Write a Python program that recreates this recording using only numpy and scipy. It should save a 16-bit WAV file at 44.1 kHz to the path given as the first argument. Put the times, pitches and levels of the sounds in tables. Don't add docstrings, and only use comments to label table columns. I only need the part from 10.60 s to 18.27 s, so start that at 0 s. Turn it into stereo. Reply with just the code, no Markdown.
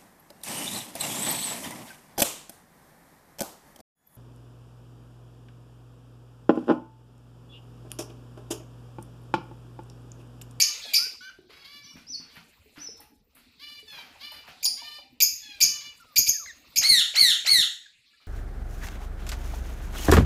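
import sys
import numpy as np
from scipy import signal
from scipy.fft import rfft, irfft
from scipy.io import wavfile
from scipy.ndimage import uniform_filter1d, minimum_filter1d

SR = 44100
rng = np.random.default_rng(int(sys.argv[2]) if len(sys.argv) > 2 else 0)


def gain_from_db(level_db):
    decades = np.asarray(level_db, float) / 20
    return 10 ** decades


def transcribe(signal):
    frames = np.atleast_2d(signal).T
    limited = np.clip(frames, -1, 1)
    pcm = np.round(limited * 32767).astype(np.int16)
    wavfile.write(sys.argv[1], SR, pcm)


N = 338247
CUTOFF_HZ = 16400


def rms_one(x):
    return x / np.sqrt(np.mean(x ** 2) + 1e-20)


def at_hz(points, hz):
    table_hz, value = np.transpose(points)
    return np.interp(np.log(np.maximum(hz, 1)), np.log(table_hz), value)


def coloured(x, spectrum):
    size = x.shape[-1]
    gain = gain_from_db(at_hz(spectrum, np.fft.rfftfreq(size, 1 / SR)))
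    return irfft(rfft(x) * gain, size)


def filtered(x, order, hz, kind):
    return signal.sosfilt(signal.butter(order, hz, kind, fs=SR, output="sos"), x)


def drift(hz):
    r = np.exp(-2 * np.pi * hz / SR)
    white = rng.standard_normal(N + SR)
    return rms_one(signal.lfilter([1], [1, -2 * r, r * r], white)[SR:])


def add_at(out, start_s, sound):
    at = round(start_s * SR)
    out[at:at + len(sound)] += sound[:N - at]


def bursts(times_s, peaks_db, lengths_s, rise_s):
    out, t = np.zeros(N), np.arange(SR // 2) / SR
    for start_s, db, length_s in zip(times_s, peaks_db, lengths_s):
        decay = np.exp(-t / max(length_s, 0.002))
        add_at(out, start_s, gain_from_db(db) * np.minimum(t / rise_s, 1) * decay)
    return out


def sing(notes, partials, wobble, flutter_db, flutter_hz, edge_s):
    out, waver = np.zeros(N), drift(flutter_hz)
    flutter = gain_from_db(flutter_db * drift(flutter_hz))
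    air = rms_one(filtered(rng.standard_normal(N), 4, 2000, "high"))
    for rows in notes:
        s, *columns = np.transpose(rows)
        at = np.arange(max(int((s[0] - edge_s) * SR), 0), min(int((s[-1] + edge_s) * SR), N))
        t = at / SR
        hz, *levels_db = [np.interp(t, s, column) for column in columns]
        phase = 2 * np.pi * np.cumsum(hz * (1 + wobble * waver[at])) / SR
        stack, breath_db = partials(hz, *levels_db)
        tone = 0
        for k, db in stack:
            audible = k * hz < CUTOFF_HZ
            tone = tone + np.sqrt(2) * gain_from_db(db) * np.sin(k * phase + k * k) * audible
        edges = np.clip(np.minimum(t - s[0], s[-1] - t) / edge_s + 1, 0, 1) ** 2
        out[at] += edges * flutter[at] * (tone + gain_from_db(breath_db) * air[at])
    return out


def mottled(spectrum, lumps_db):
    shared, *own = rng.standard_normal((3, N))
    noise, out = coloured(0.58 * shared + np.array(own), spectrum), 0
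    for low_hz in 25 * 2 ** np.arange(10):
        if at_hz(spectrum, 1.4 * low_hz) > -35:
            band = filtered(noise, 2, [low_hz, min(2 * low_hz, 20000)], "band")
            out = out + band * gain_from_db(lumps_db * drift(15.0))
    return rms_one(out)


def background():
    # frequency in Hz, level in dB per Hz.
    rumble_colour = [(12, -56), (20, -20.5), (59, 1), (173, -10.5), (242, 0), (387, -14.5), (449, -9.5),
                     (500, -17.5), (650, -53), (1100, -120)]
    rustle_colour = [(800, -47), (1400, -13.5), (2600, 2.5), (4200, 0.5), (5500, -10), (8000, -14),
                     (16000, -31)]
    stir_colour = [(300, -16), (500, -9), (1000, -7.5), (1600, -10.5), (2500, -17.5)]
    # time in seconds, level in dB.
    restless = [(0.0, -44.5), (0.45, -44.5), (0.7, -75), (1.52, -65.5), (2.4, -67.5), (2.65, -89),
                (2.8, -66.5), (3.35, -63), (4.31, -58.5), (4.59, -74), (4.78, -56), (5.5, -65.5),
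                (6.15, -60.5), (6.34, -47), (6.9, -52), (7.24, -65), (7.67, -68)]
    # start in seconds, length in seconds, level in dB.
    shuffles = [
        (-.2, 0.73, -57),
        (1.3, 1.2, -73),
        (3.1, 1.27, -66.5),
        (5.0, 1.8, -67),
    ]
    rumble_db, stir_db, shuffle_edge_s = -68, -74.5, 0.06
    stops_s, fade_s, drop_db = 6.85, 0.27, -13
    t = np.arange(N) / SR
    fade_db = drop_db * np.clip((t - stops_s) / fade_s, 0, 1)
    rumble = gain_from_db(rumble_db + fade_db) * mottled(rumble_colour, lumps_db=4.5)
    stir_level = gain_from_db(stir_db + fade_db)
    for s, length_s, db in shuffles:
        inside_s = np.minimum(t - s, s + length_s - t)
        stir_level = stir_level + gain_from_db(db) * np.clip(inside_s / shuffle_edge_s + 1, 0, 1)
    stir = stir_level * mottled(stir_colour, lumps_db=4.0)
    rustle = gain_from_db(np.interp(t, *np.transpose(restless))) * mottled(rustle_colour, lumps_db=1.5)
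    return (rumble + stir + rustle) * gain_from_db([[1.2], [4.8]])


def bleat_shape(s, length_s, hz, sag_hz_per_s, db, scoop_share):
    scoop_s, droop_share = 0.018, 0.98
    attack_s, attack_db, release_s, release_db = 0.017, -21, 0.03, -6.5
    t = np.arange(0, length_s, 0.004)
    going = np.clip(1 - (length_s - t) / release_s, 0, 1)
    scoop = 1 - (1 - scoop_share) * np.exp(-t / scoop_s)
    pitch_hz = (hz - sag_hz_per_s * t) * scoop * (1 - (1 - droop_share) * going)
    level_db = db + attack_db * np.clip(1 - t / attack_s, 0, 1) + release_db * going
    return np.transpose([s + t, pitch_hz, level_db])


def throaty(calls, throat, scoop_share):
    def partials(hz, db):
        stack = [(k, db + at_hz(throat, k * hz) - at_hz(throat, 2345)) for k in range(1, 26)]
        return stack, db - 13.5
    notes = [bleat_shape(*row, scoop_share) for row in calls]
    return sing(notes, partials, wobble=0.005, flutter_db=2.5, flutter_hz=40, edge_s=0.012)


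def bleats():
    # start in seconds, length in seconds, pitch in Hz, sag in Hz per second, level in dB.
    calls = [(-.06, 0.18, 618.6, 150.5, -45.5), (.595, 0.1, 611, 264, -57.5), (.89, 0.17, 568.3, 94, -61),
             (1.03, .18, 578.6, -11, -55), (1.23, 0.095, 590.6, 8, -59.5), (1.68, 0.095, 586, 5, -62),
             (2.985, 0.21, 594.6, 19.5, -52), (3.595, 0.2, 595.7, 3, -51), (4.16, 0.24, 599.4, 19.5, -50.5),
             (5.0, 0.19, 598, 53, -49), (5.19, 0.11, 590, 6, -52.5), (7.44, 0.25, 584, -31, -75)]
    # frequency in Hz, gain in dB.
    throat = [(290, -42.5), (500, -35), (1190, -17.5), (1430, -20), (2330, -3.5), (2640, -17.5), (2920, -3),
              (4800, -7.5), (5860, -28.5), (9250, -32), (13200, -27), (15000, -41)]
    return throaty(calls, throat, scoop_share=0.73)


def chirp_shape(s, leap_s, opening_db, closing_db, octave_db, drops):
    end_s, drop_at_s, drop_s, jump_s = 0.038, 0.021, 0.006, 0.0026
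    top_hz, settle_hz, drop_hz = 6910, 6300, 4792
    before_drop_db, low_octave_db, half_off_db = -18, -16.5, -45
    burst_s, climb_s = 0.5 * leap_s, 0.65 * leap_s
    jump_at_s = max(leap_s - jump_s, climb_s + 0.00085)
    # s, Hz, level dB, half-register dB, octave dB
    rows = [(0, 4915, opening_db - 16.5, -3.5, low_octave_db),
            (burst_s, 4546, opening_db - 6, -9, low_octave_db),
            (climb_s, 4989, opening_db, -18, low_octave_db),
            (jump_at_s, 5500, opening_db - 10, -18, octave_db)]
    if opening_db < -28:
        rows = [(t, hz, db, half_off_db, octave_db) for t, hz, db, *_ in rows]
    if drops:
        half_db = half_off_db
        clear = [(leap_s, top_hz, before_drop_db), (drop_at_s, top_hz, before_drop_db),
                 (drop_at_s + drop_s, drop_hz, 0), (end_s, drop_hz, 0)]
    else:
        half_db = -30.5
        clear = [(leap_s, top_hz, 0), (end_s, settle_hz, 0)]
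    rows += [(t, hz, closing_db + db, half_db, octave_db) for t, hz, db in clear]
    return np.array(rows) + [s, 0, 0, 0, 0]


def chirps():
    # start in seconds, leap in seconds after it, opening, closing and octave levels in dB.
    high = [
        (-0.012, 0.033, -16, -22.5, -24),
        (4.604, 0.02, -13, -24.5, -0.5),
        (5.005, 0.02, -9, -21, -12),
        (5.559, 0.022, -17, -22.5, -4),
        (5.665, 0.02, -20.5, -25.5, -9),
        (6.159, 0.021, -19, -23, -10.5),
    ]
    dropping = [
        (0.335, 0.022, -15, -17.5, -16),
        (4.028, 0.011, -28, -19, -8.5),
    ]

    def partials(hz, db, half_db, octave_db):
        whole = [(1, db), (2, db + octave_db), (3, db + octave_db - 7.5)]
        halves = [(0.5, db + half_db), (1.5, db + half_db - 6.0), (2.5, db + half_db - 1)]
        return whole + halves, db + half_db + 2.5
    notes = [chirp_shape(*row, drops=False) for row in high]
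    notes += [chirp_shape(*row, drops=True) for row in dropping]
    voice = sing(notes, partials, wobble=0.013, flutter_db=4.5, flutter_hz=403, edge_s=0.0015)
    return filtered(voice, 6, 1910, "high")


def squawks():
    # start in seconds, length in seconds, pitch in Hz, sag in Hz per second, level in dB.
    calls = [
        (.2, .135, 898, 763, -51),
        (3.265, .16, 893.4, 854, -51),
        (4.81, .17, 873.5, 485, -53),
    ]
    # frequency in Hz, gain in dB.
    throat = [(410, -45), (700, -22.5), (2000, -4), (2460, 2), (2800, -10.5), (3300, 4.5), (3710, 3.5),
              (4160, -1.5), (6270, -22), (15000, -46.5)]
    return throaty(calls, throat, scoop_share=1)


def pure_tones(notes):
    upper_levels_db = [-11.5, -21.5, -16.5]

    def partials(hz, db):
        low_db = np.where(hz < 2500, 0, -18)
        upper = [(k, db + upper_db + low_db) for k, upper_db in enumerate(upper_levels_db, 2)]
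        return [(1, db)] + upper, db - 43.5
    return sing(notes, partials, wobble=0.003, flutter_db=0.6, flutter_hz=120, edge_s=0.004)


def glide_shape(s, length_s, first_hz, last_hz, db):
    attack_share, edge_db = 0.09, -1
    shares = np.array([0, attack_share, 1 - attack_share, 1])
    level_db = db + edge_db * np.array([1, 0, 0, 1])
    return np.transpose([s + shares * length_s, first_hz + shares * (last_hz - first_hz), level_db])


def gliding_peeps():
    # start in seconds, length in seconds, first pitch in Hz, last pitch in Hz, level in dB.
    glides = [(0.385, 0.08, 1340, 1550, -50), (0.609, 0.091, 1462, 1573, -48.5),
              (0.686, 0.0151, 1570, 1390, -50), (5.401, 0.035, 1440, 1304, -57),
              (5.458, .09, 1340, 1152, -66), (5.732, 0.042, 1900, 1660, -51.5),
              (5.797, 0.049, 1396, 1088, -56), (5.858, 0.0064, 2197, 1620, -43.5),
              (5.872, 0.041, 2142, 1750, -43), (7.259, 0.008, 1753, 1604, -52),
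              (7.29, .02, 1650, 1710, -68.5), (7.537, .015, 1698, 1720, -64)]
    return pure_tones([glide_shape(*row) for row in glides])


def thumps():
    # start in seconds, peak in dB, length in seconds.
    lumps = [(0.406, -52, 0.028), (1.335, -50, 0.035), (4.627, -38.5, 0.012), (5.011, -41, 0.058),
             (5.579, -28.5, 0.017), (5.68, -33, 0.014), (6.174, -38, 0.027), (6.307, -37, 0.026),
             (6.373, -39, 0.018), (6.612, -38.5, 0.039), (6.681, -42.5, 0.02), (6.911, -42.5, 0.052),
             (6.976, -36, 0.02)]
    s, db, length_s = np.transpose(lumps)
    air = filtered(rng.standard_normal((2, N)), 2, [35, 260], "band")
    return bursts(s, db, length_s, rise_s=0.011) * rms_one(air) * gain_from_db([[1.5], [-1.5]])


def knocks():
    # start in seconds, peak in dB, ring in Hz.
    blows = [(0.465, -47.5, 456), (0.788, -43, 375), (0.897, -48.5, 455), (1.356, -40.5, 247),
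             (1.499, -46, 258), (1.599, -44.5, 255), (1.774, -46.5, 222), (2.059, -52, 430),
             (2.178, -41.5, 289), (2.289, -41.5, 461), (2.399, -48.5, 846), (2.754, -58, 257),
             (3.229, -50, 435), (7.532, -65, 1360), (7.602, -60, 1270)]
    out, t = np.zeros(N), np.arange(SR // 5) / SR
    for s, db, hz in blows:
        mode = np.sin(2 * np.pi * hz * t) * np.exp(-t / 0.011)
        overtone = 0.13 * np.sin(2 * np.pi * 1.6 * hz * t) * np.exp(-t / 0.0037)
        add_at(out, s, gain_from_db(db) * (mode + overtone))
    return out


def hops():
    # start in seconds, peak in dB, length in seconds, bright tick in dB re peak.
    landings = [(0.693, -34, 0.02, -35), (0.887, -36.5, 0.13, -46), (1.353, -32.5, 0.037, -30),
                (1.576, -57, 0.022, -30), (1.59, -41.5, 0.13, -32), (1.742, -37.5, 0.024, -11),
                (1.754, -25.5, 0.017, -9.5), (2.155, -29, 0.053, -27), (2.402, -33, 0.022, 7),
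                (2.749, -38, 0.053, 4), (3.315, -33.5, 0.19, -7), (3.717, -34.5, 0.054, 1.5),
                (3.867, -24.5, 0.027, -19), (5.943, -42.5, 0.033, -16), (7.598, -44.5, 0.047, -33)]
    # frequency in Hz, level in dB per Hz.
    scratch_colour = [(400, -12), (900, -7), (2000, -1.5), (4500, -6.5), (8000, -23)]
    s, db, length_s, bright_db = np.transpose(landings)
    grains = rng.standard_normal(N) * gain_from_db(2.5 * drift(300))
    tick = rms_one(filtered(grains, 3, 9000, "high"))
    scratch = rms_one(coloured(grains, scratch_colour))
    scratches = bursts(s, db, length_s, rise_s=0.019) * scratch
    return scratches + bursts(s, db + bright_db, 0.4 * length_s, rise_s=0.001) * tick


def arch_shape(s, fall_s, length_s, last_hz, db):
    foot_hz, top_hz, rise_s, fall_hz_per_s = 4770, 5950, 0.026, 48000
    foot_db, top_db, end_db = -19.5, -9.5, -16.5
    landed_s = min(fall_s + (top_hz - last_hz) / fall_hz_per_s, length_s - 0.002)
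    rows = [(0, foot_hz, foot_db), (rise_s, top_hz, top_db), (fall_s, top_hz, top_db),
            (landed_s, last_hz, 0), ((landed_s + length_s) / 2, last_hz, 0), (length_s, last_hz, end_db)]
    return np.array(rows) + [s, 0, db]


def arched_peeps():
    # start in seconds, fall in seconds after it, length in seconds, last pitch in Hz, level in dB.
    arches = [
        (1.214, 0.045, .05, 5400, -48),
        (1.26, 0.042, 0.056, 5470, -49.5),
        (1.469, .047, 0.1, 4423, -35.5),
        (2.185, 0.074, 0.097, 5233, -38),
    ]
    return pure_tones([arch_shape(*row) for row in arches])


def pecks():
    levels_db = [
        -44,
        -47.5,
        -43.5,
        -46.5,
        -46.5,
        -45.5,
        -46,
    ]
    # frequency in Hz, level in dB, T60 in seconds.
    tray = [(600, -5, .07), (720, -4, .07), (810, 0, .11), (900, -3, .08), (970, -2, .09), (1180, -9, .06)]
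    first_s, gap_s = 3.385, 0.1665
    out, t = np.zeros(N), np.arange(SR // 4) / SR
    chance = rng.standard_normal((len(levels_db), 2, len(tray)))
    for k, db in enumerate(levels_db):
        ring = 0
        for (hz, mode_db, t60_s), strength, detune in zip(tray, *chance[k]):
            decay = gain_from_db(mode_db + 3.8 * strength - 60 * t / t60_s)
            ring = ring + decay * np.sin(2 * np.pi * hz * (1 + 0.051 * detune) * t)
        add_at(out, first_s + k * gap_s, gain_from_db(db) * ring * np.minimum(t / 0.0019, 1))
    return out


def whistle_shape(s, length_s, top_hz, hold_s, db):
    # time in seconds, share of top pitch, first, second and fourth partial in dB.
    rise = [
        (0, 0.246, -35.5, -36.5, -28.5),
        (0.016, 0.518, -30, -21.5, -19),
        (0.024, .88, -19.5, -7, -20.5),
        (.048, 1.006, -19, -9, -25.5),
    ]
    # seconds before the end, share of sagged pitch, first, second and fourth partial in dB.
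    fall = [
        (.08, 0.97, -14.5, -2.5, -18),
        (.04, 0.97, -19.5, 1, -22.5),
        (.019, .92, -30.5, -10.5, -21.5),
        (0.0066, .79, -28.5, -18.5, -59),
    ]
    # First, second and fourth partial in dB as the hold ends.
    held_db = [-25, -6.5, -15]
    sag_hz_per_s = 4300
    held_s = rise[-1][0] + hold_s
    rows = [(t, share * top_hz, *levels) for t, share, *levels in rise]
    rows += [(held_s, 0.985 * top_hz, *held_db)]
    for before_end_s, share, *levels in fall:
        t = length_s - before_end_s
        rows += [(t, share * (top_hz - sag_hz_per_s * (t - held_s)), *levels)]
    return np.array(rows) + [s, 0, db, db, db]


def whistles():
    # start in seconds, length in seconds, top pitch in Hz, hold in seconds, level in dB.
    calls = [
        (6.212, .21, 2241, .035, -9),
        (6.542, 0.19, 2253, .012, -8.5),
        (6.849, 0.19, 2225, .02, -10),
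    ]

    def partials(hz, first_db, second_db, fourth_db):
        lower = [(1, first_db), (2, second_db), (3, (second_db + fourth_db) / 2 - 15.5)]
        upper = [(k, fourth_db - 4.2 * (k - 4)) for k in range(4, 12)]
        return lower + upper, fourth_db - 17
    notes = [whistle_shape(*row) for row in calls]
    return sing(notes, partials, wobble=0.0062, flutter_db=1.5, flutter_hz=214, edge_s=0.004)


def heard(x, direct_db, room_db, pan_db, lag_s):
    # frequency in Hz, T60 in seconds.
    room_t60 = [(200, 0.72), (1500, 0.39), (4000, 0.39), (8000, 0.4), (14000, 0.32)]
    # frequency in Hz, gain in dB.
    room_colour = [(1000, 2.3), (5000, 0.45), (9000, 7), (14000, -11)]
    t = np.arange(int(0.7 * SR)) / SR
    lows_hz = 60 * 2.0 ** np.arange(8)
    highs_hz = 2 * lows_hz
    highs_hz[-1] *= 1.2
    tail, white = 0, rng.standard_normal((2, len(t)))
    for low_hz, high_hz in zip(lows_hz, highs_hz):
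        band = filtered(white, 2, [low_hz, high_hz], "band")
        tail = tail + band * gain_from_db(-60 * t / at_hz(room_t60, np.sqrt(low_hz * high_hz)))
    tail = tail * np.clip((t - 0.002) / 0.0008, 0, 1)
    tail = tail / np.sqrt(np.sum(tail ** 2, axis=1, keepdims=True))
    tail = coloured(tail, room_colour)
    late = np.interp(np.arange(N) - lag_s * SR, np.arange(N), x)
    direct = gain_from_db(direct_db) * np.array([late, x])
    room = gain_from_db(room_db) * signal.fftconvolve(x[None], tail, axes=1)[:, :N]
    return (direct + room) * gain_from_db([[pan_db / 2], [-pan_db / 2]])


def scene():
    far = heard(bleats() + squawks(), direct_db=1.5, room_db=0.5, pan_db=-5.5, lag_s=0.00018)
    near = heard(chirps(), direct_db=3.5, room_db=0.5, pan_db=-6.5, lag_s=0.0002986)
    glider = heard(gliding_peeps(), direct_db=5, room_db=-5, pan_db=-5.0, lag_s=-0.00019)
    contacts = gain_from_db(3) * knocks() + gain_from_db(-11.0) * hops() + pecks()
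    cage = heard(contacts, direct_db=-3, room_db=-3.5, pan_db=-2.5, lag_s=0.0001)
    peeper = heard(arched_peeps(), direct_db=1.5, room_db=2.0, pan_db=-5.5, lag_s=-0.00021)
    whistler = heard(whistles(), direct_db=-1.0, room_db=1.0, pan_db=-3.5, lag_s=-0.0004156)
    return near + whistler + peeper + glider + far + cage + thumps() + background()


def roll_off(x):
    return signal.sosfilt(signal.butter(12, 16500, fs=SR, output="sos"), x)


def record(dry):
    # frequency in Hz, gain in dB.
    microphone = [(1000, -0.25), (7400, 0.43), (8400, -3), (9400, -4.5), (13500, 3.4), (15000, 1),
                  (16000, -11)]
    x = coloured(dry, microphone)
    limit = np.minimum(1, 0.98 / (np.abs(x).max(axis=0) + 1e-9))
    x = x * uniform_filter1d(minimum_filter1d(limit, size=257), size=129)
    x = signal.sosfilt(signal.cheby2(12, 70, CUTOFF_HZ, fs=SR, output="sos"), x)
    return roll_off(x)


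dry = scene()
out = record(dry)
transcribe(out)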